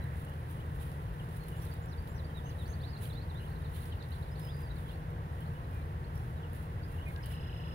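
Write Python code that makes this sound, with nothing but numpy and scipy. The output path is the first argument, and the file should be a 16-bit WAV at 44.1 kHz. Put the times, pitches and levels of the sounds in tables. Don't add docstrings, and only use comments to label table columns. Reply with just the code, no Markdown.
import sys
import numpy as np
from scipy import signal
from scipy.fft import rfft, irfft
from scipy.io import wavfile

SR = 44100
rng = np.random.default_rng(int(sys.argv[2]) if len(sys.argv) > 2 else 0)


def unload_audio(sound):
    columns = np.transpose(np.atleast_2d(sound))
    steps = np.round(np.clip(columns, -1, 1) * 32767)
    wavfile.write(sys.argv[1], SR, steps.astype(np.int16))


def to_linear_factor(level_db):
    exponent = np.asarray(level_db, float) / 20
    return 10 ** exponent


N = 341404

# frequency in Hz, left and right density in dB per Hz, likeness 0-1.
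DRONE_DENSITY = [(23, -79.5, -84.5, 0.99), (40, -70, -66, .995), (56, -58, -61, 1), (96.3, -59, -59.5, 1),
                 (136.7, -66, -67, 0.96), (166.7, -65.5, -69, 0.98), (185.6, -75.5, -77, 0.95),
                 (326, -79, -78.5, 0.7), (463, -80.5, -79, 0.85), (610, -82.5, -81, 0.27),
                 (985, -81, -80.5, 0.93), (1570, -91.5, -85.5, 0.56), (1950, -89, -88.5, 0.5),
                 (2344, -102, -102, 0.02)]
# frequency in Hz, wander in Hz, level in dB rms.
ENGINE_ORDERS = [(80.7, .9, -47.5), (120, 3.0, -50), (145.3, .35, -49), (161.8, .6, -50.5), (217, 4.0, -63),
                 (473.7, .25, -64), (524, 2.0, -68)]
# frequency in Hz, lead in radians.
PORT_LEAD = [(0, 0), (340, .5), (1120, 3), (1890, 6), (2600, 8)]
# frequency in Hz, left and right density in dB per Hz.
HUSH_DENSITY = [(2120, -94.5, -97), (2300, -96, -99), (2760, -96.5, -99.2), (3400, -104.6, -99.8),
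                (3900, -107.2, -102.2), (4630, -109.2, -106.9), (5870, -114.7, -111.0),
                (7200, -118.3, -113.4), (8350, -121.5, -111.6), (10420, -121.0, -106.6),
                (11500, -116.6, -111.3), (12800, -110.4, -113.4), (14200, -112.5, -111.8),
                (15400, -110.7, -110.3)]
# frequency in Hz, left and right gain in dB.
PORT_COLOUR = [(1383, 0.5, 0), (2900, -1, -2.5), (3700, -4.5, 2), (4050, -6.5, 0), (4800, 1.5, -1.5),
               (5500, 0.5, 2.5), (6530, 1, 2), (7400, 0, 4.5)]

# start after the syllable in seconds, length in seconds,
# start and end pitch in Hz, level in dB rms.
ZIGZAG = [(0, 0.05, 6650, 7660, -72.5), (.06, .022, 5280, 5800, -68), (.078, 0.0177, 5800, 5830, -66),
          (.094, .018, 5500, 4350, -63), (.108, .022, 4350, 3350, -57), (.157, 0.027, 4616, 4676, -59.5)]
ARCH = [(0.0029, 0.066, 5630, 6150, -62)]
HUMP = [(0, 0.042, 3250, 4450, -53), (.026, .05, 4050, 4980, -59.5), (.066, .03, 4950, 4800, -65),
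        (.086, 0.042, 4620, 4000, -56)]
VEE = [(0, 0.024, 4250, 3238, -54.5), (.052, 0.053, 3400, 4220, -55)]
FALL = [(0, .022, 4950, 4050, -63), (.014, 0.026, 4220, 3500, -60.5)]
CLIMB = [(0, 0.056, 2900, 3950, -60.5), (.04, .048, 3660, 4900, -66)]
CHIP = [(-.006, 0.01607, 3290, 4140, -65), (0, .025, 3746, 5020, -56), (.021, 0.011, 5080, 3930, -63)]
WIGGLE = [(.008, .018, 3570, 2650, -59), (.021, .014, 2750, 3150, -54), (.03, .012, 3150, 2750, -60),
          (.041, .026, 2700, 3230, -52.5), (.057, .022, 3080, 3600, -57), (.077, .016, 3180, 2700, -56.5)]
CHUP = [(-.008, .014, 3550, 2900, -55), (.002, 0.0191, 2993, 2760, -60), (.024, .012, 3050, 2750, -62)]
SLIDE = [(0, 0.054, 3820, 3200, -53.5)]
DROP = [(0.0011, 0.049, 5700, 2400, -64)]
TICK = [(0, 0.018, 3524, 4750, -57.5), (.017, 0.0159, 4760, 3170, -60.5)]
WHISTLE = [(0, .031, 4900, 5300, -64), (.094, .15, 5220, 4850, -66)]
# start in seconds, length in seconds, start and end pitch in Hz, level in dB rms.
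DROOP = [(4.535, 0.13, 4820, 4810, -67.5)]
LONE_RIGHT = [(.015, .04, 3990, 3930, -65), (1.345, .03, 5200, 5050, -73), (1.395, 0.062, 4353, 4200, -62),
              (1.74, 0.028, 3800, 3740, -65), (3.05, 0.016, 3620, 2700, -54.5),
              (3.6, 0.043, 3720, 3760, -74), (3.895, .016, 5000, 4700, -67),
              (4.62, 0.045, 2120, 2400, -68.5), (4.665, .02, 4730, 4600, -65),
              (4.703, 0.02, 3880, 3880, -57), (2.728, .022, 4350, 4600, -58), (2.29, .03, 3200, 3100, -63),
              (3.55, .012, 4300, 3900, -65), (3.672, .012, 4300, 3900, -65), (5.64, .014, 4236, 3750, -68),
              (5.81, .02, 4155, 4100, -67.5), (6.04, 0.0155, 3900, 4700, -59.5),
              (6.14, .022, 5600, 5300, -70), (6.158, .028, 5280, 5600, -68),
              (6.362, 0.028, 3980, 3700, -67), (6.825, .014, 4450, 4900, -61),
              (6.834, 0.0284, 4880, 4933, -61.5), (7.056, 0.04, 2470, 2380, -50)]
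LONE_LEFT = [(.81, 0.014, 3200, 3100, -66.5), (2.965, .02, 2750, 2716, -66),
             (4.855, 0.045, 3500, 3010, -64), (5.4, 0.038, 2850, 3360, -62), (5.552, .022, 3050, 2900, -60),
             (5.712, 0.13, 2460, 2330, -64.5), (6.41, .03, 3300, 3300, -67), (6.55, 0.395, 2700, 2720, -75),
             (6.78, .03, 3300, 3320, -65), (6.89, 0.102, 2727, 2760, -68.5), (7.15, .048, 1634, 1634, -53)]
GURGLE = [
    (7.065, 0.045, 2107, 2210, -51.5),
    (7.2, 0.016, 1980, 2470, -50),
    (7.224, 0.013, 4750, 5600, -58),
]
# (start in seconds, level in dB).
BUNTING = [(ZIGZAG, 36, [(1.552, -2.5), (1.815, -1), (2.08, 0)]), (SLIDE, 260, [(2.347, -1.5),
           (2.583, 0.5)]), (ARCH, 550, [(2.435, -4), (2.672, -2.5)]), (DROP, 0, [(2.491, -1), (2.728, -7)]),
           (HUMP, 123, [(2.826, 0)]), (VEE, 58, [(3.093, -0.5), (3.296, -1.5)]), (FALL, -120, [(3.63, -0.5),
           (3.9, -1.5), (3.988, 2), (4.265, -5), (4.375, -4.5), (4.395, -8), (4.755, -1)]),
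           (CLIMB, -150, [(3.742, -1.5), (4.105, -1.5), (4.462, 2.5), (4.872, -1)])]
SPARROW = [(WIGGLE, -22.5, [(.257, -8.5), (.545, -9), (1.503, -5), (2.445, -3), (3.38, -0.5), (4.42, -9.5),
           (6.962, -2)]), (CHUP, -44, [(1.08, -9), (1.199, 0.5), (3.925, 1), (4.9, 1), (6.436, 3)])]
SWALLOW = [(CHIP, -150, [(2.568, -13), (2.644, -2.5), (2.722, -4), (2.8, -2), (2.878, -2), (2.958, 1.5),
           (3.037, -1), (3.12, 3), (3.202, 3.5), (3.29, -6), (3.472, -6), (3.503, -3.5), (5.452, -5)]),
           (TICK, 0, [(3.558, -4), (3.652, -3), (3.735, 1), (3.822, 1), (3.918, 2), (4.016, 7),
           (4.115, 6.5), (4.222, 3.5), (4.349, 4), (4.692, 1.5), (4.885, 1)])]
# start in seconds, top pitch in Hz, level in dB.
SLURS = [(7.232, 5600, -62), (7.243, 5750, -65), (7.253, 5800, -65), (7.263, 5500, -66), (7.272, 5300, -68),
         (7.282, 5000, -71)]
# start in seconds, level in dB.
PIPS = [(7.302, -48), (7.3342, -45), (7.364, -47), (7.395, -45.5), (7.426, -48), (7.458, -46),
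        (7.493, -43.5), (7.526, -44), (7.561, -44.5), (7.597, -45), (7.635, -44.5), (7.671, -45),
        (7.709, -45)]
# overtone number, left and right level in dB.
TRILL_OVERTONES = [(4, -78, -82), (5, -68.5, -72.5), (6, -79, -72), (7, -72.5, -82), (8, -90, -90),
                   (9, -81, -71.5)]

# time in seconds, level in dB.
SWISH_LEVEL = [(0, -58), (.1, -58.5), (.2, -63), (.35, -72.5), (.6, -80), (1.0, -83), (3.0, -74),
               (5.0, -74), (7.74, -71)]
# frequency in Hz, left and right density in dB per Hz.
STEM_DENSITY = [(1990, -102.1, -98.5), (2400, -103.0, -99.6), (2840, -100.6, -100.0), (3400, -105.9, -99.5),
                (3900, -106.6, -100.2), (4350, -111.4, -107.4), (5600, -119.2, -111.9),
                (7050, -120.1, -110.5), (8620, -130.4, -103.7), (10326, -130.1, -95),
                (11230, -115.0, -99.6), (12760, -103.9, -105.5), (13800, -109.0, -103.6),
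                (15500, -101.6, -102.3)]
# time in seconds, level in dB.
HERD_EFFORT = [(0, -68), (.7, -72), (1.6, -74), (2.1, -71), (3.2, -75.5), (4.5, -73.5), (5.1, -83),
               (6.4, -81), (7.0, -76), (7.74, -71)]
# strongest pull in seconds, peak in dB, fade in seconds per 10 dB.
BITES = [(.174, -66.5, 0.07), (.51, -63, 0.05), (.76, -68, .04), (.818, -60, 0.035), (.87, -66, .06),
         (.9, -75, 0.6), (1.289, -70, 0.16), (1.372, -61.5, -0.04), (1.491, -65, .035), (1.61, -75, 0.12),
         (1.658, -61.5, -0.07), (1.708, -61, 0.04), (2.081, -63, 0.02), (2.417, -79, 0.2), (2.63, -67, 0.2),
         (3.037, -51, 0.0547), (3.428, -66.5, .2), (3.765, -56.5, 0.07), (3.83, -65, 0.04),
         (3.865, -66, .03), (4.111, -68, 0.1), (4.22, -72, 0.08), (4.402, -62, .03), (4.46, -65, .07),
         (4.608, -66, 0.03), (4.783, -67, 0.085), (4.931, -69, -0.16), (5.402, -69, .22),
         (5.753, -68, 0.08), (6.192, -67.5, .2), (6.555, -59, 0.045), (6.625, -69, .03), (6.92, -68, 0.15),
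         (7.085, -63, 0.06), (7.268, -62, .03), (7.315, -59, 0.04)]
# start in seconds, peak in dB, left minus right in dB, fade in seconds.
SNAPS = [(0.04, -49, -8.5, 0.003), (0.2488, -48, -7.5, 0.0031), (0.2967, -50.5, -6.5, 0.003),
         (0.4968, -53, -7.0, 0.003), (0.7467, -53, -9, 0.003), (0.8001, -53.5, -11, 0.003),
         (0.8121, -48, -7.5, 0.003), (0.9163, -53, -7.0, 0.003), (1.3628, -56, -5.0, 0.003),
         (1.3683, -50, -8, 0.003), (1.4368, -47, -6.0, 0.0033), (1.483, -45.5, -15.5, 0.0037),
         (1.5145, -57, -7.0, 0.0027), (1.5963, -54.5, -8.0, 0.003), (1.6222, -46, -10, 0.003),
         (1.6524, -44.5, -12, 0.003), (1.6955, -53, -8.5, 0.0024), (1.7382, -45.5, -10, 0.003),
         (1.8577, -51, -10, 0.003), (2.023, -54, -10.5, 0.003), (2.0732, -55, -8.5, 0.003),
         (2.372, -54.5, -10, 0.00315), (2.9901, -60, -9.0, 0.003), (3.0215, -44.5, -13.5, 0.003),
         (3.1368, -57, -7.5, 0.003), (3.7459, -52.5, -10.0, 0.003), (3.8062, -52, -9.5, 0.003),
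         (3.8242, -51, -7.0, 0.003), (3.8556, -47, -4.5, 0.003), (4.0871, -58.5, -6.5, 0.003),
         (4.1071, -51, -8.5, 0.003), (4.3952, -46, -10, 0.0036), (4.4343, -57.5, -6.0, 0.003),
         (4.4498, -48, -3.5, 0.003), (4.5665, -52, -7, 0.0032), (4.5905, -53, -1.0, 0.003),
         (4.6169, -48.5, 2, 0.003), (4.9322, -55, -6.0, 0.003), (5.1029, -53, -5.5, 0.003),
         (5.4056, -50, -6.5, 0.003), (5.7109, -53.5, -4, 0.003), (5.7453, -52, 1, 0.003),
         (5.8601, -58, -5.0, 0.003), (6.155, -47, -6, 0.003), (6.1774, -50, -9.5, 0.003),
         (6.5316, -49, -8, 0.0032), (7.0868, -55, -8.5, 0.003), (7.1292, -60, -7.0, 0.003),
         (7.2394, -52, -4.5, 0.003), (7.2596, -44, -10.5, 0.0035)]
# start in seconds, peak in dB, left minus right in dB.
KNOCKS = [(.917, -58, -3), (1.484, -58, -4), (1.60, -58, 3), (1.73, -57, -5), (2.075, -57, -3),
          (3.856, -59, -2), (4.025, -55, 8), (4.398, -58, -5), (7.161, -50, -4)]
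# start in seconds, peak in dB, left minus right in dB, fade in seconds.
TEARS = [(.812, -56, 4, .008), (.834, -65, 4, .004), (.917, -66, 3, .003), (3.747, -62, 4, .010),
         (3.778, -64, 4, .004), (3.835, -63, 4, .006), (3.87, -66, 4, .004), (4.45, -63, 3, .004),
         (4.59, -65, 4, .008), (4.617, -60, 4, .005), (7.3, -65, 3, .012)]

TRILL_HZ = 567.3
SWALLOW_FROM_S, SWALLOW_PAN_DB, SWALLOW_PAN_DB_PER_S = 2.77, 4, -21
BITE_RISE_SHARE = 0.43
SNAP_CUT_HZ, TEAR_CUT_HZ = 5800, 11000
KNOCK_FADE_S = 0.00284


def in_time(rows):
    s, db = np.transpose(rows)
    return np.interp(np.arange(N) / SR, s, db)


def drift(rate):
    r = np.exp(-80 * np.pi * rate / SR)
    white = rng.standard_normal(N // 40 + 2002)
    slow = signal.lfilter([1], [1, -2 * r, r * r], white)[2000:]
    return np.interp(np.arange(N) / 40, np.arange(len(slow)), slow / slow.std())


def colour(x, table, column, below_db, size=8192):
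    log_hz = np.log(np.arange(size // 2 + 1) * SR / size + 1)
    rows = np.array(table)
    knots = np.log(np.r_[rows[0, 0] * .7, rows[:, 0], rows[-1, 0] * 1.6])
    knot_db = np.r_[rows[0, column] + below_db, rows[:, column], rows[-1, column] - 30]
    db = np.interp(log_hz, knots, knot_db)
    cepstrum = irfft(np.log(to_linear_factor(db) * np.sqrt(SR / 2)))
    cepstrum[1:size // 2] *= 2
    cepstrum[size // 2 + 1:] = 0
    impulse = irfft(np.exp(rfft(cepstrum)))
    looped = np.tile(x, 2)[N - size:]
    return signal.oaconvolve(looped, impulse)[size:size + N]


def filtered(x, order, hz, kind):
    return signal.sosfilt(signal.butter(order, hz, kind, fs=SR, output="sos"), x)


def delay(x, s):
    return np.interp(np.arange(N) - s * SR, np.arange(N), x)


def size_of(s):
    return max(round(s * SR), 8)


def drone():
    table = np.array(DRONE_DENSITY)
    alike = np.clip(table[:, 3:], .01, .995)
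    direct = table[:, :3] + 10 * np.log10(alike) * [0, 1, 1]
    diffuse = table[:, :3] + 10 * np.log10(1 - alike) * [0, 1, 1]
    shared, *own = rng.standard_normal((3, N))
    orders = np.zeros(N)
    for hz, wander_hz, db in ENGINE_ORDERS:
        phase = 2 * np.pi * np.cumsum(hz + wander_hz * drift(2.944)) / SR
        orders += np.sqrt(2) * to_linear_factor(db + 1.8 * drift(2.5)) * np.sin(phase)
    left = colour(shared, direct, column=1, below_db=-23) + to_linear_factor(0.37) * orders
    right = colour(shared, direct, column=2, below_db=-23) + to_linear_factor(-0.29) * orders
    lead = np.interp(np.arange(N // 2 + 1) * SR / N, *np.transpose(PORT_LEAD))
    late_right = irfft(rfft(right) * np.exp(-1j * lead), N)
    scattered = [colour(own[k], diffuse, column=k + 1, below_db=-31) for k in range(2)]
    return np.array([left, late_right]) + scattered


def hush():
    white = rng.standard_normal((2, N)) * to_linear_factor(0.78 + 0.077 * drift(4.0))
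    return np.array([colour(white[k], HUSH_DENSITY, column=k + 1, below_db=-6.5) for k in range(2)])


def add_note(track, s, length, start_hz, middle_hz, end_hz, db):
    u = np.linspace(-1, 1, size_of(length))
    bend_hz = (start_hz + end_hz) / 2 - middle_hz
    hz = middle_hz + (end_hz - start_hz) / 2 * u + bend_hz * u * u
    swell = np.cos(np.pi / 2 * u).clip(0) ** min(.9, 0.023 / length)
    note = to_linear_factor(db) * np.sqrt(2) * swell * np.sin(2 * np.pi * np.cumsum(hz) / SR)
    at = round(s * SR)
    track[at:at + len(u)] += note


def heard(track, left_db, right_db, lag_s, echo_db):
    t = np.arange(size_of(.25)) / SR
    trees = rng.standard_normal((2, len(t))) * np.exp(-t / .03) * (1 - np.exp(-t / .002))
    trees /= np.linalg.norm(trees, axis=1, keepdims=True)
    direct = np.array([delay(track, max(lag_s, 0)), delay(track, max(-lag_s, 0))])
    echo = signal.oaconvolve(track[None], trees, axes=1)[:, :N]
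    both = direct + to_linear_factor(echo_db) * echo
    ported = [colour(both[k], PORT_COLOUR, column=k + 1, below_db=2, size=1024) for k in range(2)]
    return np.array(ported) / np.sqrt(SR / 2) * to_linear_factor(np.array([[left_db], [right_db]]))


def sing(song, **place):
    track = np.zeros(N)
    for syllable, bow_hz, starts in song:
        for s, db in starts:
            for after_s, length, start_hz, end_hz, note_db in syllable:
                middle_hz = (start_hz + end_hz) / 2 + bow_hz
                add_note(track, s + after_s, length, start_hz, middle_hz, end_hz, note_db + db)
    return heard(track * to_linear_factor(2.5 * drift(55)), **place)


def wood_edge_birds():
    once = [(0, 0)]
    right_side = BUNTING + [(LONE_RIGHT, 0, once)]
    left_side = SPARROW + [(LONE_LEFT, 0, once)]
    calls = [(GURGLE, 0, once), (WHISTLE, -40, [(4.309, 0)]), (DROOP, 100, once)]
    birds = sing(right_side, left_db=-9.5, right_db=0, lag_s=-.0003, echo_db=-7)
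    birds += sing(left_side, left_db=0, right_db=-3, lag_s=.00072, echo_db=-8)
    birds += sing(calls, left_db=-4.5, right_db=0, lag_s=.0006, echo_db=-10)
    return birds


def blackbird():
    track, t = np.zeros(N), np.arange(N) / SR
    for s, top_hz, db in SLURS:
        add_note(track, s, .009, top_hz, top_hz * .8, top_hz * .62, db + 4)
        add_note(track, s + .004, .007, 3350, 3000, 2750, db + 12)
    open_beak = np.clip((t - 7.295) / 0.018, 0, 1)
    for s, db in PIPS:
        add_note(track, s - .001, .009, 3150, 3000, 2800, db - 7)
        add_note(track, s, .009, 2800, 2680, 2520, db - 10)
        open_beak *= 1 - np.exp(-((t - s - .003) / .0055) ** 4)
    phase = 2 * np.pi * np.cumsum(TRILL_HZ + 1.25 * drift(6.6)) / SR
    buzz = np.zeros((2, N))
    for overtone, left_db, right_db in TRILL_OVERTONES:
        level_db = np.array([[left_db], [right_db]]) + 9.0 + 1.8 * drift(18)
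        buzz += to_linear_factor(level_db) * np.sin(round(overtone) * phase)
    left, right = open_beak * buzz
    whistles = heard(track, left_db=0, right_db=-1, lag_s=.00067, echo_db=-7)
    return whistles + [delay(left, .00066), right]


def swallow():
    flown_s = (np.arange(N) / SR - SWALLOW_FROM_S).clip(0, 1)
    pan_db = SWALLOW_PAN_DB + SWALLOW_PAN_DB_PER_S * flown_s
    chips = sing(SWALLOW, left_db=-4.0, right_db=-4.5, lag_s=.00002, echo_db=-4)
    return chips * to_linear_factor(np.array([pan_db, 0 * pan_db]))


def swish():
    band = filtered(rng.standard_normal((2, N)), 2, [1500, 2000], "band")
    level_db = in_time(SWISH_LEVEL) + 1.5 * drift(25) + np.array([[-1.5], [2.5]])
    return band / band.std() * to_linear_factor(level_db)


def puffs(events, offset_db):
    out, t = np.zeros((2, N)), np.arange(size_of(.03)) / SR
    for s, db, pan_db, fade_s in events:
        at = round(s * SR)
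        peak = to_linear_factor(db + offset_db + np.array([[pan_db], [-pan_db]]) / 2)
        out[:, at:at + len(t)] += peak * np.exp(-t / np.clip(fade_s, .0005, .012))
    return out


def effort_db():
    total, t = to_linear_factor(in_time(HERD_EFFORT)), np.arange(N) / SR
    for s, db, fade_s in BITES:
        away = np.maximum((t - s) / fade_s, (s - t) / (BITE_RISE_SHARE * fade_s))
        total += to_linear_factor(db - 10 * away.clip(0, 9))
    return 20 * np.log10(total)


def fibre_crackle():
    born = rng.random((3, N)) < 1100 * to_linear_factor(1.8 * drift(40)) / SR
    sizes = born * to_linear_factor(2.6 * np.minimum(rng.exponential(1, (3, N)), 5))
    breaks = sizes[0] + 0.71 * sizes[1:]
    fibres = signal.lfilter([1], [1, -np.exp(-1 / (0.0026 * SR))], breaks)
    envelope = 0.58 + fibres / np.sqrt(np.mean(fibres ** 2))
    return rng.standard_normal((2, N)) * envelope * to_linear_factor(effort_db() + 59.0)


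def stem_snaps():
    noise = rng.standard_normal((2, N)) * puffs(SNAPS, 59.6) * to_linear_factor(np.array([[6.0], [-4.0]]))
    return filtered(noise, 1, SNAP_CUT_HZ, "high")


def stalks_and_blades():
    white = rng.standard_normal((2, N))
    stalks = [row + (KNOCK_FADE_S,) for row in KNOCKS]
    knocks = filtered(white * puffs(stalks, 10.1), 2, [2400, 4800], "band")
    return knocks + filtered(white * puffs(TEARS, 4.0), 4, TEAR_CUT_HZ, "high")


def grazing():
    excite = fibre_crackle() + stem_snaps()
    torn = [colour(excite[k], STEM_DENSITY, column=k + 1, below_db=-3.0) for k in range(2)]
    return stalks_and_blades() + torn


def scene():
    birds = wood_edge_birds() + blackbird() + swallow()
    return drone() + hush() + birds + swish() + grazing()


def top_cut(x):
    return signal.sosfilt(signal.butter(12, 16930, fs=SR, output="sos"), x)


def record(dry):
    cut = signal.sosfilt(signal.ellip(12, .5, 70, 15780, fs=SR, output="sos"), dry)
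    mix = cut - .0006
    return top_cut(mix)


dry = scene()
out = record(dry)
unload_audio(out)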